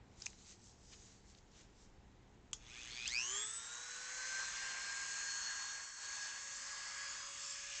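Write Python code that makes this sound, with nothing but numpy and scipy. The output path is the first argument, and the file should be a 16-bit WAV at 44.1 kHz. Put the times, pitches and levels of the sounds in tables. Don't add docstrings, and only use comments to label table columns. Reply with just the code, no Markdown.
import sys
import numpy as np
from scipy import signal
from scipy.fft import rfft, irfft, next_fast_len
from scipy.io import wavfile
from scipy.ndimage import uniform_filter1d, map_coordinates

SR = 44100
rng = np.random.default_rng(int(sys.argv[2]) if len(sys.argv) > 2 else 0)


def undo_db(level):
    steps = np.asarray(level, float) / 20
    return 10 ** steps


def digitize_waveform(pressure):
    field = np.atleast_2d(pressure).T
    bounded = np.clip(field, -1, 1)
    quanta = np.round(bounded * 32767).astype(np.int16)
    wavfile.write(sys.argv[1], SR, quanta)


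N = 343980
T = np.arange(N) / SR
DIAL_S, MAINS_RIPPLE_HZ = 3.0578, 120
FLUTTER_DB = 1.7


def unit(x):
    return x / np.sqrt(np.mean(x ** 2) + 1e-20)


def along(points, hz):
    f, v = np.transpose(points)
    return np.interp(np.log(hz + 1), np.log(f + 1), v)


def curves(rows):
    s, *cols = np.transpose(rows)
    return [np.interp(T, s, c) for c in cols]


def wobble(rate):
    coarse = T[::64]
    knots = rng.standard_normal(int(N * rate / SR) + 4)
    return np.interp(T, coarse, map_coordinates(knots, [coarse * rate]))


def swell(middle, half):
    return np.exp(-((T - middle) / half) ** 2)


def rise(start, lag):
    return 1 - np.exp(-np.maximum(T - start, 0) / lag)


def ramp(start, length):
    return np.clip((T - start) / length, 0, 1)


def filtered(x, response):
    m = next_fast_len(len(x) + SR // 2)
    return irfft(rfft(x, m) * response(np.fft.rfftfreq(m, 1 / SR)), m)[:len(x)]


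def resonance(f, hz, width):
    return 1j * f * width / (hz * hz - f * f + 1j * f * width)


def body(modes, floor):
    return lambda f: floor + sum((-1) ** k * undo_db(db) * resonance(f, c, w)
                                 for k, (c, w, db) in enumerate(modes))


def open_top(spectrum):
    return lambda hz: undo_db(along(spectrum[:-2], hz))


def patchy(patchy_db, grit_db):
    grit = np.repeat(rng.exponential(size=N // 32 + 1), 32)[:N]
    grains = rng.standard_normal(N) * undo_db(grit_db * grit)
    z = signal.stft(grains, nperseg=512)[2]

    def blur(bins, frames):
        smeared = uniform_filter1d(rng.standard_normal(z.shape), bins, 0)
        return unit(uniform_filter1d(smeared, frames, 1))

    field = blur(bins=8, frames=12) + 1.2 * blur(bins=5, frames=60)
    return signal.istft(z * undo_db(patchy_db * unit(field)), nperseg=512)[1][:N]


def ventilation():
    # (time [s], level [dB])
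    room_level = [
        (0.0, -62),
        (.46, -65),
        (3.06, -63.5),
        (3.2, -67.5),
        (4.1, -74.5),
        (4.4, -70.5),
        (5.45, -71.5),
        (6.0, -77),
        (6.12, -73.5),
        (7.8, -72.5),
    ]
    # (frequency [Hz], density [dB per Hz])
    room_colour = [(8.8, -56.5), (15, -2), (54, 2.5), (152, -8.5), (187, -8.5), (387, -10.5), (618, -19),
                   (844, -14.5), (1040, -20), (1250, -23), (1990, -23.5), (2150, -25.5), (7500, -45.5),
                   (9750, -78), (16500, -120)]
    # (frequency [Hz], level under the rumble [dB])
    hum_tones = [(120, -8), (193, -10)]
    rumble = unit(filtered(rng.standard_normal(N), open_top(room_colour)))
    hum = sum(undo_db(db + 0.97 * wobble(3.6)) * np.sin(2 * np.pi * hz * T + .5 * wobble(13))
              for hz, db in hum_tones)
    return undo_db(curves(room_level)[0] - 0.66) * (rumble + hum)


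def gloves():
    # (middle [s], half length [s], bright level [dB], dull level [dB])
    strokes = [(0.224, 0.044, -68, -73), (.27, 0.07, -60, -79), (0.5, 0.044, -57, -69.5),
               (0.41, 0.044, -65.5, -80), (0.669, 0.06, -61.5, -83), (0.932, 0.016, -64, -63),
               (0.905, 0.093, -64.5, -92), (1.064, 0.11, -62.5, -78), (1.306, 0.041, -67.5, -81),
               (1.381, 0.011, -68, -82), (1.591, 0.054, -66, -70.5), (1.818, 0.051, -69.5, -85)]
    # (frequency [Hz], density [dB per Hz])
    bright_colour = [(1800, -53), (3000, -15.5), (4600, -6), (5600, -3.5), (6600, -1.5), (7300, -4.5),
                     (7800, -7), (10000, -40), (17000, -120)]
    dull_colour = [(600, -40), (1000, -8), (2000, -4), (3200, -1.5), (4500, -5), (6000, -25), (9000, -60)]
    shifting_db, resting_db, dull_db = -74, -78, -82
    fidget = undo_db(np.interp(T, [1.3, 2.05], [shifting_db, resting_db])) * rise(-0.034, 0.085)
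    bright_gain = fidget + sum(undo_db(db) * swell(s, half) for s, half, db, _ in strokes)
    dull_gain = undo_db(dull_db) + sum(undo_db(db) * swell(s, half) for s, half, _, db in strokes)
    bright = unit(filtered(patchy(patchy_db=1.5, grit_db=1.5), open_top(bright_colour)))
    dull = unit(filtered(patchy(patchy_db=.8, grit_db=1.5), lambda f: undo_db(along(dull_colour, f))))
    return (bright_gain * bright + dull_gain * dull) * np.clip((2.65 - T) / 0.071, 0, 1)


def clicks():
    # (time [s], peak [dB], centre [Hz], decay t60 [s])
    snap_events = [(.2013, -48, 7000, .003), (.2195, -42, 5600, .01), (.2213, -35, 5600, .006),
                   (.2590, -30, 6000, .005), (.2603, -32, 6300, .007), (.2626, -31, 5200, .005),
                   (.2646, -33, 6600, .007), (.2654, -32, 2400, .005), (.3308, -53, 2300, .005),
                   (1.3485, -51, 3800, .008), (1.385, -57, 5000, .008), (1.518, -59, 5500, .008),
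                   (2.5137, -58, 7500, .004), (2.5352, -36, 7000, .01), (2.5365, -46, 3500, .008),
                   (3.0772, -26, 6500, .007)]
    # (frequency [Hz], width [Hz], level [dB])
    switch_modes = [(1180, 260, -12), (3350, 290, -2.5), (5400, 1100, -2.5), (6800, 640, 3.5)]
    switch_s, switch_db = 2.5303, -24
    out, t = np.zeros(N), np.arange(SR // 10) / SR

    def place(sound, s, db):
        out[round(s * SR):][:len(t)] += undo_db(db) * sound / np.abs(sound).max()

    for s, db, hz, t60 in snap_events:
        puff = rng.standard_normal(len(t)) * undo_db(-60 * t / max(t60, .003)) * (1 - np.exp(-t / 0.00046))
        puff = filtered(puff, lambda f: resonance(f, hz, .3 * hz) ** 2 + .2 * resonance(f, hz, 1.3 * hz))
        place(puff, s, db)
    crack = undo_db(-60 * t / 0.0049) * (1 - np.exp(-(t / 0.001) ** 3))
    rattle = undo_db(-36 - 60 * t / 0.15) * (t > .0015)
    noise = (crack + rattle) * rng.standard_normal(len(t))
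    place(filtered(noise, body(switch_modes, floor=0.04)), switch_s, switch_db)
    return out


def lab(x):
    # (frequency [Hz], t60 [s])
    decay = [(300, 0.11), (3000, 0.12), (8000, 0.082)]
    hz, t, z = signal.stft(rng.standard_normal(SR // 3), SR, nperseg=256)
    tail = signal.istft(z * undo_db(-60 * t / along(decay, hz)[:, None]), SR, nperseg=256)[1]
    return signal.fftconvolve(np.pad(x, (150, 0)), tail / np.linalg.norm(tail))[:N]


def speed():
    start_s, creep_hz, creep_lag_s = 2.5464, 206.8, .3447
    kick_hz, kick_lag_s = 139.5, .0973
    climb_hz, climb_lag_s, warm_hz_per_s = 175.92, .4947, 8.639
    climb = kick_hz * rise(DIAL_S, kick_lag_s) + climb_hz * rise(DIAL_S, climb_lag_s)
    climb += warm_hz_per_s * np.maximum(T - DIAL_S, 0)
    return uniform_filter1d(creep_hz * rise(start_s, creep_lag_s) + climb, SR // 80)


def ripple():
    chopped = 1 - rise(DIAL_S - .01, .04)

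    def depth(low_db, dial_db, speed_db, lag_s):
        return np.where(T < DIAL_S, low_db, dial_db + (speed_db - dial_db) * rise(DIAL_S, lag_s))

    tone_db = depth(11, 11, 2.2, 1.6)
    noise_db = depth(6.5, 2.5, .35, .3)
    cycle = (T * MAINS_RIPPLE_HZ - .86) % 1
    burst = 2 * np.exp(-cycle / .25) * (1 - np.exp(-cycle / .015)) - 1
    throb = np.cos(2 * np.pi * (cycle + 0.2))
    shape = chopped * burst + (1 - chopped) * throb
    cycle_len = round(SR / MAINS_RIPPLE_HZ)

    def even(gain):
        return gain / np.sqrt(uniform_filter1d(gain * gain, cycle_len * 2))

    drag = tone_db * .0006 * np.sin(2 * np.pi * (cycle + .2))
    return even(undo_db(tone_db * shape)), even(undo_db(noise_db * shape)), drag


def shaft_tone(turns, order, shift=0):
    angle = order * (turns + shift + 0.01 * wobble(25))
    return np.sqrt(2) * np.sin(2 * np.pi * angle + 7 * rng.random())


def slot_tones(rate, turns, octaves, gain, drag, close_db, turn_db, aim_db):
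    # (multiple of shaft, level at running current [dB], added by chopped current [dB])
    slot_orders = [(8, -58, -8), (16, -57, 1), (24, -61, 6), (32, -72, 15)]
    # (frequency [Hz], width [Hz], level [dB])
    slot_path = [(2420, 570, -0.2), (3340, 180, -1.7), (4700, 980, -1.5), (6060, 210, -2.5),
                 (6650, 280, -1.5)]
    surging = ramp(3.05, .01)
    surge_db = 17.5 * (1 - rise(DIAL_S, 0.56))
    hands_db = (1.3 * close_db - 0.4 * turn_db) * rise(2.9, .3)
    current_db = surging * (surge_db + hands_db + aim_db)
    current_db += (1 - surging) * 7 * octaves

    def path(f):
        power = sum(np.abs(undo_db(db) * resonance(f, c, w)) ** 2 for c, w, db in slot_path)
        return np.sqrt(.12 ** 2 + power) / (1 + (f / 6940) ** 30) / (1 + (1900 / (f + 1)) ** 9)

    whine = np.zeros(N)
    for order, db, chop_db in slot_orders:
        level = undo_db(db + (1 - surging) * chop_db + current_db + FLUTTER_DB * wobble(40))
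        casing_gain = np.interp(T, T[::64], path(order * rate[::64]))
        whine += level * casing_gain * gain * shaft_tone(turns, order, drag)
    return whine


def fan_blades(rate, turns):
    vent_hz, hz = 5900, 18 * rate
    vents = 1 / (1 + (vent_hz / (hz + 1)) ** 14) / (1 + (hz / 8600) ** 50)
    return undo_db(-45 + FLUTTER_DB * wobble(40)) * vents * shaft_tone(turns, 18)


def barrel(rate, turns, close_db, turn_db, aim_db):
    level = undo_db(-57 + aim_db + 2.7 * close_db - 1.0 * turn_db + 1.2 * wobble(14))
    return level * np.abs(resonance(3 * rate, 1560, 500)) * shaft_tone(turns, 3)


def brushes_and_air(turns, octaves, full, noise_gain, close_db, turn_db):
    # (frequency [Hz], density [dB per Hz])
    air_colour = [(150, -60.5), (250, -27.5), (699, -19), (1100, -8.5), (1330, -11), (1490, -7),
                  (1620, -2.5), (2070, -8.5), (2220, -9.5), (2490, -11), (2840, -10), (4000, -14.5),
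                  (5240, -8.5), (6490, -2.5), (7600, -6.5), (9880, -37), (16700, -120)]
    # (frequency [Hz], width [Hz], level [dB])
    casing = [(1190, 130, -7.5), (2500, 370, 3.5), (3450, 88, 2.5), (4830, 170, -19.5), (6400, 200, 1),
              (7300, 260, -2)]
    # (upper edge [Hz], level [dB], share of closeness [dB/dB], share of turn [dB/dB])
    zones = [(2040, 0.57, 1.64, -0.55), (5400, 1.6, 0.71, 1.4), (22100, -0.1, 0.59, -0.059)]
    rub = patchy(patchy_db=1.68, grit_db=0.5) * undo_db(0.74 * np.cos(2 * np.pi * turns)) * noise_gain
    firings = np.diff(np.floor(T * MAINS_RIPPLE_HZ - .87), prepend=-1) > 0
    kicks = firings * undo_db(1.5 * rng.standard_normal(N))
    creeping = unit(filtered(rub, body(casing, floor=0.52)))
    creeping += undo_db(-15) * unit(filtered(kicks, body(casing, floor=0.55)))
    creeping = unit(filtered(creeping, lambda f: resonance(f, 3670, 10000) ** 2))
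    air = (1 - full) * undo_db(-50 + 7.5 * octaves) * creeping
    source, below = unit(filtered(rub, open_top(air_colour))), 0
    for edge_hz, db, near, turned in zones:
        upto = filtered(source, lambda f: np.clip(np.log(edge_hz / (f + 1)) / 0.053 + .5, 0, 1))
        air += full * undo_db(-44 + db + near * close_db + turned * turn_db) * (upto - below)
        below = upto
    return air


def faint_orders(turns):
    # (multiple of shaft, middle [s], half length [s], level [dB])
    appearances = [(1, 3.36, .1, -61), (1, 4.15, .6, -72), (1, 6.55, .35, -78), (1, 7.4, .55, -71),
                   (18, 2.75, .06, -71), (9, 6.2, .12, -68), (9, 6.7, .2, -61), (9, 7.15, .25, -59.5),
                   (9, 7.6, .2, -64), (2, 4.75, 0.8, -68), (2, 6.85, 1, -71), (10, 4.36, 0.15, -61),
                   (12, 7.4, .3, -67), (12, 6.5, 0.56, -61), (4, 7.2, .25, -72), (10, 6.2, .3, -70),
                   (6, 7.3, 0.46, -66)]
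    out = np.zeros(N)
    for order in sorted({row[0] for row in appearances}):
        gain = sum(undo_db(db) * swell(s, half) for k, s, half, db in appearances if k == order)
        out += gain * undo_db(FLUTTER_DB * wobble(14)) * shaft_tone(turns, order)
    return out


def cavities():
    # (middle [s], half length [s], frequency [Hz], width [Hz], level [dB])
    openings = [
        (3.328, 0.058, 1760, 247, -72),
        (4.353, 0.17, 6400, 714, -55),
        (5.411, 0.36, 6550, 700, -48.5),
        (6.202, 0.13, 6500, 590, -55),
        (7.1, 0.12, 6880, 610, -53.5),
        (7.15, 0.66, 1193, 302, -63),
        (7.5, 0.11, 7350, 795, -51),
        (7.68, 0.22, 2500, 350, -59.5),
        (7.483, 0.11, 5400, 910, -52.5),
    ]
    draught = patchy(patchy_db=-1.5, grit_db=1.5)
    return sum(undo_db(db) * swell(s, half) * unit(filtered(draught, lambda f: resonance(f, hz, w) ** 2))
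               for s, half, hz, w, db in openings)


def motor():
    # (time [s], closeness [dB], vents turned to the camera [dB])
    grip = [(3.12, -2, 3), (3.2, -0.5, -0.5), (3.36, 2, 0.5), (3.52, -3, -2.5), (4.07, -0.5, -1.5),
            (4.4, 4, 1), (4.51, 1.3, 1.2), (4.62, 2.5, 1.5), (5.4, 1.5, 0), (5.78, 0, -0.5),
            (5.94, -5, -3.5), (6.05, 0.4, -.6), (6.27, 1.5, -0.1), (6.45, -1, -0.7), (7.1, 0.6, 0.8),
            (7.28, -2, -0.5), (7.68, -2, 1.5), (7.8, -0.5, 3)]
    # (middle [s], half length [s], slot tones [dB], third order [dB])
    swings = [
        (4.305, 0.18, 0, -2.5),
        (5.457, 0.29, 8, 0.6),
        (5.93, 0.3, 3.5, 0),
        (6.6, 0.092, 0.5, -3.5),
        (7.28, 0.11, -3, -11),
        (7.747, 0.13, -5, -1),
    ]
    rate = speed()
    turns = np.cumsum(rate) / SR
    slot_gain, noise_gain, drag = ripple()
    close_db, turn_db = curves(grip)
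    aim_slot_db, aim_third_db = sum(swell(s, half) * np.array(db)[:, None] for s, half, *db in swings)
    running, full = ramp(2.55, 0.024), ramp(3.05, .03)
    octaves = np.log2((rate + 1) / 160)
    tones = slot_tones(rate, turns, octaves, slot_gain, drag, close_db, turn_db, aim_slot_db)
    tones += fan_blades(rate, turns)
    tones += full * barrel(rate, turns, close_db, turn_db, aim_third_db)
    tones += 1.6 * filtered(tones, lambda f: resonance(f, 2500, 130))
    air = brushes_and_air(turns, octaves, full, noise_gain, close_db, turn_db)
    return running * (tones + air + faint_orders(turns) + cavities())


def scene():
    snaps = clicks()
    return (ventilation() + gloves() + snaps + undo_db(-19) * lab(snaps) + motor())[None]


def band_limit(x):
    return signal.sosfilt(signal.butter(12, 8980, fs=SR, output="sos"), x)


def record(dry):
    # (frequency [Hz], gain [dB])
    before_sampling = [(7500, 0), (8000, -4), (8400, -8), (8800, -15), (9400, -45)]
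    after_sampling = [(7600, 0.5), (8000, -2), (8400, -10.5), (8700, -19.5), (8950, -45.5), (9080, -71)]
    camera_rate_hz = 16000
    heard = filtered(dry[0], lambda hz: undo_db(along(before_sampling, hz)))
    mirrored = heard * (1 + 2 * np.cos(2 * np.pi * camera_rate_hz * T))
    played = filtered(mirrored, lambda hz: undo_db(along(after_sampling, hz)))
    return band_limit(played[None])


dry = scene()
out = record(dry)
digitize_waveform(out)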